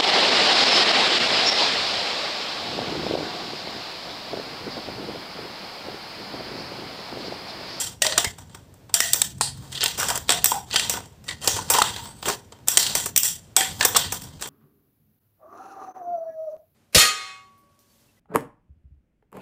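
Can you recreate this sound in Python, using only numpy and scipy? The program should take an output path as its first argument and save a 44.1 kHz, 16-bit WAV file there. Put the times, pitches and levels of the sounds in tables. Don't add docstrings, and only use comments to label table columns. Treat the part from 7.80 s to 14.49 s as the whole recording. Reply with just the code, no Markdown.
import sys
import numpy as np
from scipy import signal
from scipy.fft import rfft, irfft
from scipy.io import wavfile
from scipy.ndimage import uniform_filter1d

SR = 44100
rng = np.random.default_rng(int(sys.argv[2]) if len(sys.argv) > 2 else 0)


def gain_from_db(level_db):
    decades = np.asarray(level_db, float) / 20
    return 10 ** decades


def store_wav(level_fs):
    pcm = np.round(np.clip(np.atleast_2d(level_fs), -1, 1) * 32767)
    wavfile.write(sys.argv[1], SR, pcm.T.astype(np.int16))


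N = 295029


def rms_one(x):
    return x / np.sqrt(np.mean(x ** 2) + 1e-20)


def in_time(rows):
    s, *columns = np.transpose(rows)
    return [np.interp(np.arange(N) / SR, s, c) for c in columns]


def at_hz(points, hz):
    table_hz, value = np.array(points).T
    return np.interp(np.log(hz + 1), np.log(table_hz), value)


def drift(rate_hz):
    r = np.exp(-2 * np.pi * rate_hz / SR)
    wander = signal.lfilter([1], [1, -2 * r, r * r], rng.standard_normal(N + SR))
    return rms_one(wander[SR:])


def passed(x, hz, kind, order=2):
    return signal.sosfilt(signal.butter(order, hz, kind, fs=SR, output="sos"), x)


def resonance(x, hz, width_hz):
    r = np.exp(-np.pi * width_hz / SR)
    gain = np.sqrt(1 - r * r) / 2
    feedback = [1, -2 * r * np.cos(2 * np.pi * hz / SR), r * r]
    return signal.lfilter(gain * np.array([1, 0, -1]), feedback, x)


# t/s, peak level/dB, brightness/dB, after-ring/dB
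DENT_TICKS = [(1.342, -13.5, -12.5, -21), (1.582, -36, -6, -24), (.94, -38, -5, -25),
              (1.824, -34, -12, -10), (4.289, -34, -14, -20), (4.27, -30, -20, -20), (4.238, -30, -20, -20),
              (6.44, -34, -20, -20), (1.773, -36, -6, -24), (2.178, -20.5, -9, -7.5),
              (2.229, -10.5, -19, -22), (2.375, -17.5, -5.5, -36), (2.717, -13.5, -15, -19),
              (2.941, -15.5, -13.5, -28), (3.137, -15.5, -32, -16.5), (3.165, -26.5, -34, -11),
              (3.203, -24, -23, -40), (3.256, -31, -13, -18), (4.787, -36.5, -22, -22),
              (3.644, -19.5, -11.5, -12.5), (3.789, -21, -30, -34), (4.255, -22.5, -21, -23.5),
              (4.426, -18, -25, -25.5), (4.499, -11.5, -14.5, -44.5), (5.998, -25, -14, -4.5),
              (6.657, -18.5, -30, -23.5), (6.673, -29.5, -1, -13)]
BUCKLES = [(.582, -27, -13, -17), (.745, -23.5, -17, -21.5), (1.092, -26.5, -29, -24),
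           (2.283, -11.5, -13.5, -16.5), (2.299, -9, -17, -23), (2.354, -15.5, -13.5, -31.5),
           (3.763, -15, -20, -15.5), (3.9, -8, -4, -15), (3.947, -6.5, -31, -17), (4.454, -18, -16, -8.5),
           (4.482, -9.5, -13, -46), (4.72, -25, -27, -22), (4.872, -22, -8.5, -36.5), (5.257, -16, -8, -32),
           (5.287, -29, -10, -37), (6.048, -3, -5, -25.5), (6.32, -17.5, -4.5, -19.5),
           (6.609, -27, -8.5, -19)]
CRACKS = [(-.06, 0.5, -13, -15), (.323, -5, -48, -26), (1.16, -25, -17, -19.5), (2.031, -5, -30, -26),
          (2.038, -9.5, -7, -27.5), (2.079, -13, -21, -18.5), (2.492, 2, -26.5, -18),
          (2.52, -3.5, -17, -38), (2.642, -3, -5, -20), (2.657, -3.5, -8, -38), (3.036, -28, -18, -23),
          (3.509, -15, -40, -18.5), (3.615, -23, -24, -8), (3.936, -2.5, -27, -12), (3.985, -1.5, -25, -21),
          (4.019, 5, -26.5, -32.5), (4.039, -9, -29, -11.5), (4.161, -13, -33, -19.5),
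          (4.883, -6, -5.5, -18.5), (4.976, -2, -10, -18), (5.764, 2, -13.5, -20.5), (5.807, -3, -26, -18),
          (6.009, 1, -44, -21), (6.147, -6, -35, -6), (6.418, -25.5, -9.5, -14), (6.622, -13.5, -20, -17)]
TEARS = [(.245, -4, -30, -17), (.377, 2.5, -20.5, -23), (.4435, -3, -23.5, -50), (.694, -29, -27, -13.5),
         (1.609, -7, -24, -20.5), (2.197, -9, -18, -13.5), (2.502, 2.5, -27, -24),
         (3.095, -9, -10.5, -19.5), (3.439, -28.5, -15, -14), (3.48, -17, -26.5, -14.5),
         (3.674, 1, -18, -19.5), (3.887, -22.5, -24.5, -32), (5.15, -6, -11.5, -17), (5.198, -13, -21, -37),
         (6.026, -6, -21, -23), (6.163, -1, -9.5, -30.5), (6.168, -7, -12, -30), (2.527, -8, -25, -30),
         (6.594, -26.5, -24, -14)]
NIPS = [(.266, 0, -30, -32.5), (1.14, -1, -12.5, -19.5), (1.2025, -1, -15, -21.5), (1.229, -13.5, -17, -10),
        (1.332, -2, -7.5, -24.5), (1.416, 4, -17, -30.5), (1.954, -15.5, -43, -28), (2.007, -7.5, -46, -8),
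        (2.014, -7.5, -54, -20), (2.059, 1.5, -35, -32), (2.91, -15, -44, -12.5), (2.9945, 1.5, -32, -21.5),
        (4.971, 8, -18, -40.5), (5.361, -6, -6, -21.5), (5.375, -8, 3.5, -28), (5.398, -29, 9, -30.5),
        (5.431, -7.5, -8, -14), (6.302, -26, -20, -33)]
SHEARS = [(.2185, 1.5, -22, -21), (2.481, -18.5, -20.5, -30.5), (1.917, -25, -18, -30),
          (1.924, -16, -26, -22), (1.946, -20, -30, -14), (1.974, -14, -52, -20), (2.928, -13, -39.5, -7),
          (2.9585, 4, -32, -23.5), (3.486, -10, -34, -29.5), (5.026, -3.5, -20, -24),
          (5.063, -3, -29.5, -20.5)]


def all_snaps():
    # snaps, boom/dB, tear/ms
    kinds = [(DENT_TICKS, -12, 2.38), (BUCKLES, -14.5, 6.4), (CRACKS, -23, 3.06),
             (TEARS, -22.5, 5.2), (NIPS, -32.5, 3.22), (SHEARS, -32.5, 5.3)]
    return np.transpose([(*row, boom_db, tear_ms) for rows, boom_db, tear_ms in kinds for row in rows])


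def bursts(db, rise_s, fall_s):
    power = np.zeros(N + SR)
    rises, falls = rise_s + 0 * db, np.maximum(fall_s + 0 * db, .0005)
    for s, gain, rise, fall in zip(all_snaps()[0], gain_from_db(db), rises, falls):
        t = np.arange(int(min(9 * fall, .5) * SR)) / SR
        at = int((s + .1007) * SR)
        power[at:at + len(t)] += (gain * (1 - np.exp(-(t / rise) ** 2)) * np.exp(-t / fall)) ** 2
    return np.sqrt(power[SR // 10:SR // 10 + N])


BAND_EDGES_HZ = [280, 1400, 2900, 5500, 9300, 17000]
# f/Hz, width/Hz, level/dB
HOLLOW = [(455, 180, -6), (684, 39, -6), (765, 58, -8), (915, 74, -2), (1100, 450, 0)]
# f/Hz, width/Hz, level/dB
SHELL = [(1900, 220, -9), (2033, 56, -10.5), (2635, 900, -3), (3184, 210, 0), (3686, 380, 1),
         (4500, 920, 2.5), (5520, 550, 0), (5930, 340, -1.5), (7540, 990, 2.5), (8210, 180, 2),
         (8740, 1100, -2), (13800, 2800, -12), (15070, 720, -4.5)]


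def metal(envelopes, scatter, modes_db):
    force, out = rng.standard_normal((2, N)) * scatter, 0
    dense_db = [0.0, -16.5, -14.5, -6.0, -6.5]
    for envelope, low, high, db in zip(envelopes, BAND_EDGES_HZ, BAND_EDGES_HZ[1:], dense_db):
        out = out + gain_from_db(db) * passed(force[0] * envelope, [low, high], "band")
    grip_db = [1.56 * drift(5.5) for k in range(5)]
    for k, (hz, width_hz, db) in enumerate(HOLLOW + SHELL):
        band = np.clip(np.searchsorted(BAND_EDGES_HZ, hz) - 1, 0, 4)
        push = force[1] * envelopes[band] * gain_from_db(grip_db[k % 5])
        out += (-1) ** k * gain_from_db(db + modes_db) * resonance(push, hz, width_hz)
    return out


def fine_modes(x, t60):
    t = np.arange(SR // 5) / SR
    response = rng.standard_normal(len(t)) * gain_from_db(-60 * t / t60)
    return signal.fftconvolve(x, response / np.sqrt(np.sum(response ** 2)))[:N]


AFTER_RING_T60_S = [0.3, 0.37, 0.43, 0.4, .33]


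def snaps():
    s, peak_db, bright_db, ring_db, boom_db, tear_ms = all_snaps()
    band_db = [peak_db + boom_db + 15.5,
               peak_db + 0.24 * boom_db + 3,
               peak_db - 5.5,
               peak_db + 0.5 * bright_db + 6,
               peak_db + bright_db + 13.5]
    slow_s = 0.33 * np.clip(tear_ms - 3, 0, None) / 1000
    bite_db = 4 - 2 * tear_ms
    tears, tails = [], []
    for db, rise_s, t60 in zip(band_db, [.0008] + 4 * [.00015], AFTER_RING_T60_S):
        tear = bursts(db, rise_s + slow_s, tear_ms / 1000)
        bite = bursts(db + bite_db, .00008, 0.00045)
        tears.append(np.hypot(tear, bite))
        tails.append(bursts(db + ring_db + 4.5, 0.0059, t60 / np.log(1000)))
    cracks = metal(tears, scatter=0.83, modes_db=-6.5)
    diffuse = metal(tails, scatter=gain_from_db(2.43 * drift(150)), modes_db=-7)
    shell_answer = diffuse + fine_modes(diffuse, t60=0.046)
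    return cracks + gain_from_db(-11.0) * room(cracks) + gain_from_db(-3.0) * shell_answer


# t/s, peak level/dB, f/Hz
CLICKS = [(0.2663, 0, 4570.0), (0.3234, -7, 4220.0), (0.3794, 0, 8010.0), (0.4452, -7, 7410.0),
          (1.1417, 0, 8700.0), (1.2047, -2, 1980.0), (1.3339, -1, 7410.0), (1.3424, -5, 7320.0),
          (1.4183, -1, 8870.0), (1.611, -2, 8100.0), (2.0078, -13, 3700.0), (2.0325, -9, 3530.0),
          (2.0599, 0, 3530.0), (2.0809, -12, 8790.0), (2.4928, 0, 3190.0), (2.5035, -3, 7840.0),
          (2.5211, -7, 7750.0), (2.6582, 0, 7320.0), (2.9595, 0, 3270.0), (3.0966, -5, 6550.0),
          (3.6749, 0, 5680.0), (3.901, -1, 8440.0), (4.0204, 0, 1380.0), (4.4826, -5, 1120.0),
          (4.4971, -11, 1210.0), (4.8843, 0, 8100.0), (5.0649, -7, 4390.0), (5.1526, -4, 8790.0),
          (5.3624, 0, 5600.0), (5.7652, 0, 7580.0), (5.8086, -7, 1810.0), (6.01, -2, 2330.0),
          (6.0498, 0, 7490.0), (6.1483, -10, 1030.0)]


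def clicks():
    out, t = np.zeros(N + SR), np.arange(SR // 100) / SR
    for s, db, hz in CLICKS:
        at = int(s * SR)
        out[at:at + len(t)] += gain_from_db(db) * np.exp(-t / .0004) * np.sin(2 * np.pi * hz * t)
    return out[:N]


# start t/s, hardest t/s, end t/s, level/dB
STROKES = [(0, 0.092, 0.17, -36.5), (1.723, 1.855, 1.92, -42), (4.28, 4.39, 4.44, -44),
           (1.87, 1.983, 2.2, -39), (2.115, 2.227, 2.54, -34), (2.861, 3.05, 3.217, -33),
           (3.594, 3.654, 3.66, -34), (3.82, 3.95, 4.29, -33), (4.42, 4.5, 4.57, -27.5),
           (4.9, 5.05, 5.21, -29), (5.874, 6.023, 6.44, -36.5), (6.303, 6.514, 6.7, -43.5)]


def grinding():
    t = np.arange(N) / SR
    press_db, ease_db, lift_s = 8.5, 9.5, 0.021
    closed = 0
    for start, hardest, end, db in STROKES:
        push_db = np.interp(t, [start, hardest, end], [db - press_db, db, db - ease_db])
        touching = np.clip(np.minimum(t - start, end - t) / lift_s, 0, 1)
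        closed = closed + gain_from_db(push_db) * touching
    slip_happens = rng.random(N) < 7000 / SR
    slips = slip_happens * gain_from_db(3.0 * np.minimum(rng.exponential(1, N), 4))
    pressure = uniform_filter1d(closed, size=800) * gain_from_db(-4.5 + 1.0 * drift(61))
    shares_db = [3, 3.0, 5.5, 2.0, 2.5]
    return metal([pressure * gain_from_db(db) for db in shares_db], scatter=rms_one(slips), modes_db=-8.0)


def wavering_tone(rows, rough_db, wander):
    hz, db = in_time(rows)
    t = np.arange(N) / SR
    inside = np.clip(np.minimum(t - rows[0][0], rows[-1][0] - t) / .008, 0, 1)
    turns = np.cumsum(hz * (1 + wander)) / SR
    return np.sqrt(2) * inside * gain_from_db(db + rough_db) * np.sin(2 * np.pi * turns)


# start t/s, end t/s, top f/Hz, first level/dB, last level/dB
SQUEALS = [(4.205, 4.43, 8420, -43, -51), (4.262, 4.39, 8040, -47, -54), (4.19, 4.41, 10750, -54, -60),
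           (4.23, 4.4, 4580, -50, -58), (4.26, 4.38, 12800, -63, -64), (4.165, 4.22, 17400, -49, -50),
           (4.21, 4.262, 15800, -52, -43), (4.405, 4.452, 15900, -46, -55), (4.43, 4.465, 16700, -46, -47),
           (5.92, 6.03, 14420, -53, -46), (5.915, 6.0, 13020, -53, -55), (5.975, 6.02, 11000, -50, -55)]
# t/s, share of top pitch [1]
BEND = [(4.165, .74), (4.215, .89), (4.262, .988), (4.32, 1.0), (4.405, .974), (4.46, .86), (5.9, .97),
        (5.955, 1.0), (6.04, .985)]


def squeals():
    rough_db, wander = 2.3 * drift(60), 0.0013 * drift(150)
    bend = in_time(BEND)[0] - 1 + wander
    return sum(wavering_tone([(start, hz, first_db), (end, hz, last_db)], rough_db, bend)
               for start, end, hz, first_db, last_db in SQUEALS)


def pops(rows, sag, extra_db):
    out, t = np.zeros(N + SR), np.arange(SR // 3) / SR
    for (s, db, hz, t60), (split, phase) in zip(rows, rng.random((len(rows), 2))):
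        turns = hz * (t + sag * 0.026 * (1 - np.exp(-t / 0.017)))
        partner = turns * (1.1 + 0.032 * split) + phase
        pair = np.sin(2 * np.pi * turns) + 0.95 * np.sin(2 * np.pi * partner)
        fade = gain_from_db(db + extra_db - 60 * t / max(t60, .01)) * (1 - np.exp(-t / 0.00017))
        at = int(s * SR)
        out[at:at + len(t)] += fade * pair
    return out[:N]


# t/s, peak level/dB, f/Hz, time to die by 60 dB t/s
DENTS = [(0.219, -20, 558, 0.15), (0.377, -7.5, 1113, 0.025), (0.443, -10, 950, 0.02),
         (1.61, -8, 850, 0.022), (2.718, -3.5, 857, 0.031), (3.789, -18.5, 870, 0.071),
         (3.9, -19.5, 782, 0.14), (3.945, -11, 917, 0.12), (3.985, 1.5, 854, 0.051),
         (4.018, 2.5, 1100, 0.016), (4.039, -18, 980, 0.08), (4.481, -18, 924, 0.18),
         (6.048, -23, 915, 0.064), (6.146, -19.5, 470, 0.061), (6.161, -5.5, 1060, 0.026)]


def dents():
    return pops(DENTS, sag=0.034, extra_db=-6)


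def rings(rows, width_hz, share):
    out, t = np.zeros(N + SR), np.arange(SR // 2) / SR
    for (s, db, hz, t60), noise in zip(rows, rng.standard_normal((len(rows), len(t)))):
        width = width_hz + share * hz
        cluster = rms_one(resonance(resonance(noise, hz, width), hz, width))
        fade = gain_from_db(db - 4.5 - 60 * t / max(t60, .02)) * np.minimum(t / .002, 1)
        at = int(s * SR)
        out[at:at + len(t)] += fade * cluster
    return out[:N]


# t/s, peak level/dB, f/Hz, time to die by 60 dB t/s
RIM = [(.219, -19, 1860, 0.22), (.245, -24, 610, 0.45), (.444, -14.5, 2090, 0.12), (1.14, -34.5, 676, 1),
       (1.203, -20, 1910, 0.33), (.262, -22.5, 540, 0.2), (5.807, -8, 1750, 0.05),
       (2.491, -27.5, 720, 0.69), (2.74, -20.5, 786, 0.26), (3.487, -33, 2280, 0.15),
       (2.958, -8.5, 1530, 0.051), (3.486, -29, 1930, 0.31), (4.16, -33.5, 908, 0.641),
       (5.764, -30, 775, 0.42), (5.764, -15.5, 3350, 0.33), (5.764, -8.5, 8000, 0.16),
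       (6.008, -13.5, 1713, 0.18), (4.47, -19, 400, 0.17)]


def rim_rings():
    return rings(RIM, width_hz=30, share=0.07)


# t/s, peak level/dB, f/Hz, time to die by 60 dB t/s
FLEX = [(2.205, -24, 1400, .2), (2.225, -26, 1300, .15), (2.29, -24, 1500, .15), (2.31, -26, 1200, .1),
        (2.34, -27, 1050, .12), (5.77, -22, 2200, .4), (5.81, -25, 2100, .15), (1.145, -25, 1550, .3),
        (4.99, -17, 4300, .5), (3.68, -18, 6100, .4), (2.525, -22, 3300, .15), (4.16, -31, 2000, .06),
        (4.426, -26, 2900, .05), (4.455, -24, 3000, .06), (4.05, -28, 3200, .3), (5.0, -22, 4000, .25),
        (5.257, -24, 7900, .15), (6.17, -16, 7800, .1), (1.61, -17, 8300, .33), (1.61, -20, 4400, .4),
        (1.95, -26, 3500, .25), (5.37, -24, 2800, .4), (5.766, -18, 12000, .3), (.38, -18, 3300, .2),
        (1.58, -36, 8000, .08), (1.773, -36, 8000, .08), (6.165, -16, 4000, .12)]


def wall_flexing():
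    return rings(FLEX, width_hz=200, share=0.25)


# t/s, peak level/dB, f/Hz, time to die by 60 dB t/s
END_TONES = [(5.766, -23, 772, .6), (3.452, -42, 1920, .5), (3.725, -22, 1000, .04), (1.205, -26, 1895, .4),
             (2.505, -30, 690, .5), (3.9, -28, 923, .4), (4.47, -30, 425, .25), (5.79, -25, 3310, .35),
             (5.79, -28, 8180, .25)]


def end_tones():
    return rings(END_TONES, width_hz=25, share=0.008)


# t/s, peak level/dB, f/Hz, time to die by 60 dB t/s
THUMPS = [(.469, -29, 89, 0.049), (3.738, -34, 90, 0.13), (5.376, -22, 75, 0.03), (5.376, -36, 199, 0.025)]


def thumps():
    return pops(THUMPS, sag=0.041, extra_db=4.5)


# f/Hz, time to die by 60 dB t/s
ROOM = [
    (300, 0.38),
    (4000, 0.27),
    (15000, 0.23),
]


def room(x):
    t = np.arange(SR * 2 // 3) / SR
    white, edges, tail = rng.standard_normal(len(t)), np.geomspace(150, 18000, 8), 0
    for low, high in zip(edges, edges[1:]):
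        t60 = at_hz(ROOM, np.sqrt(low * high))
        tail = tail + passed(white, [low, high], "band") * gain_from_db(-60 * t / t60)
    tail = tail * np.clip((t - .006) / 0.019, 0, 1)
    return signal.fftconvolve(x, tail / np.sqrt(np.sum(tail ** 2)))[:N]


# f/Hz, level per Hz/dB
AMBIENCE = [(18, -23), (100, -6.5), (480, -14.5), (1200, -24.5), (4200, -27), (8000, -30.5), (10500, -36.5),
            (15500, -31)]
# t/s, level/dB
RUMBLE = [(0, -46.5), (.45, -43), (1, -52.5), (1.45, -40), (2, -46), (2.3, -38.5), (2.9, -44.5),
          (3.17, -41.5), (3.35, -49.5), (3.75, -39.5), (4.5, -44), (4.72, -53), (5.1, -39), (5.7, -50.5),
          (5.9, -40.5), (6.25, -38.5), (6.69, -46.5)]
# t/s, f/Hz, level/dB
DRONE = [
    (1.3, 137.9, -66),
    (1.588, 135.4, -42),
    (2.2, 129.7, -51.5),
]


def ambience():
    hz = np.arange(N // 2 + 1) * SR / N
    noise = irfft(rfft(rng.standard_normal(N)) * gain_from_db(at_hz(AMBIENCE, hz)), N)
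    low = passed(noise, 250, "low")
    scale = np.sqrt(np.mean(low ** 2))
    rumble = low * gain_from_db(in_time(RUMBLE)[0] + 1.1 * drift(12))
    rumble = passed(rumble, 43, "high", order=3)
    hiss = gain_from_db(-52.0) * passed(noise, 190, "high")
    engine = wavering_tone(DRONE, 0.81 * drift(9), 0.0022 * drift(7))
    return (rumble + hiss) / scale + engine


def scene():
    near = clicks() + grinding() + squeals() + dents() + rim_rings()
    can = snaps() + near + wall_flexing() + end_tones()
    return (can + thumps() + gain_from_db(-14.5) * room(near) + ambience())[None]


def gate(x, knee_db, range_db, depth_db):
    low = passed(x, 450, "low", order=1)
    level_db = 10 * np.log10(uniform_filter1d((x - low) ** 2, size=700) + 1e-12)
    return low + (x - low) * gain_from_db(-depth_db * np.clip((knee_db - level_db) / range_db, 0, 1))


def duck(x, knee_db, ratio, release_db_s, attack_s):
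    slope = release_db_s * np.arange(N) / SR
    level_db = 10 * np.log10(uniform_filter1d(x ** 2, size=128) + 1e-12)
    held_db = np.maximum.accumulate(np.maximum(level_db - knee_db, 0) + slope) - slope
    r = np.exp(-1 / (attack_s * SR))
    return x * gain_from_db(-ratio * signal.lfilter([1 - r], [1, -r], held_db))


def top_cut(x):
    return signal.sosfilt(signal.butter(12, 16820, fs=SR, output="sos"), x)


def record(dry):
    x = gate(dry[0], knee_db=-31.0, range_db=13.5, depth_db=10.5)
    x = duck(x, knee_db=-21.5, ratio=0.25, release_db_s=132, attack_s=0.0094)
    x = passed(np.clip(x, -.93, .93), 40, "high")
    x = signal.sosfilt(signal.cheby2(14, 42, 15700, fs=SR, output="sos"), x)
    return top_cut(x[None])


dry = scene()
out = record(dry)
store_wav(out)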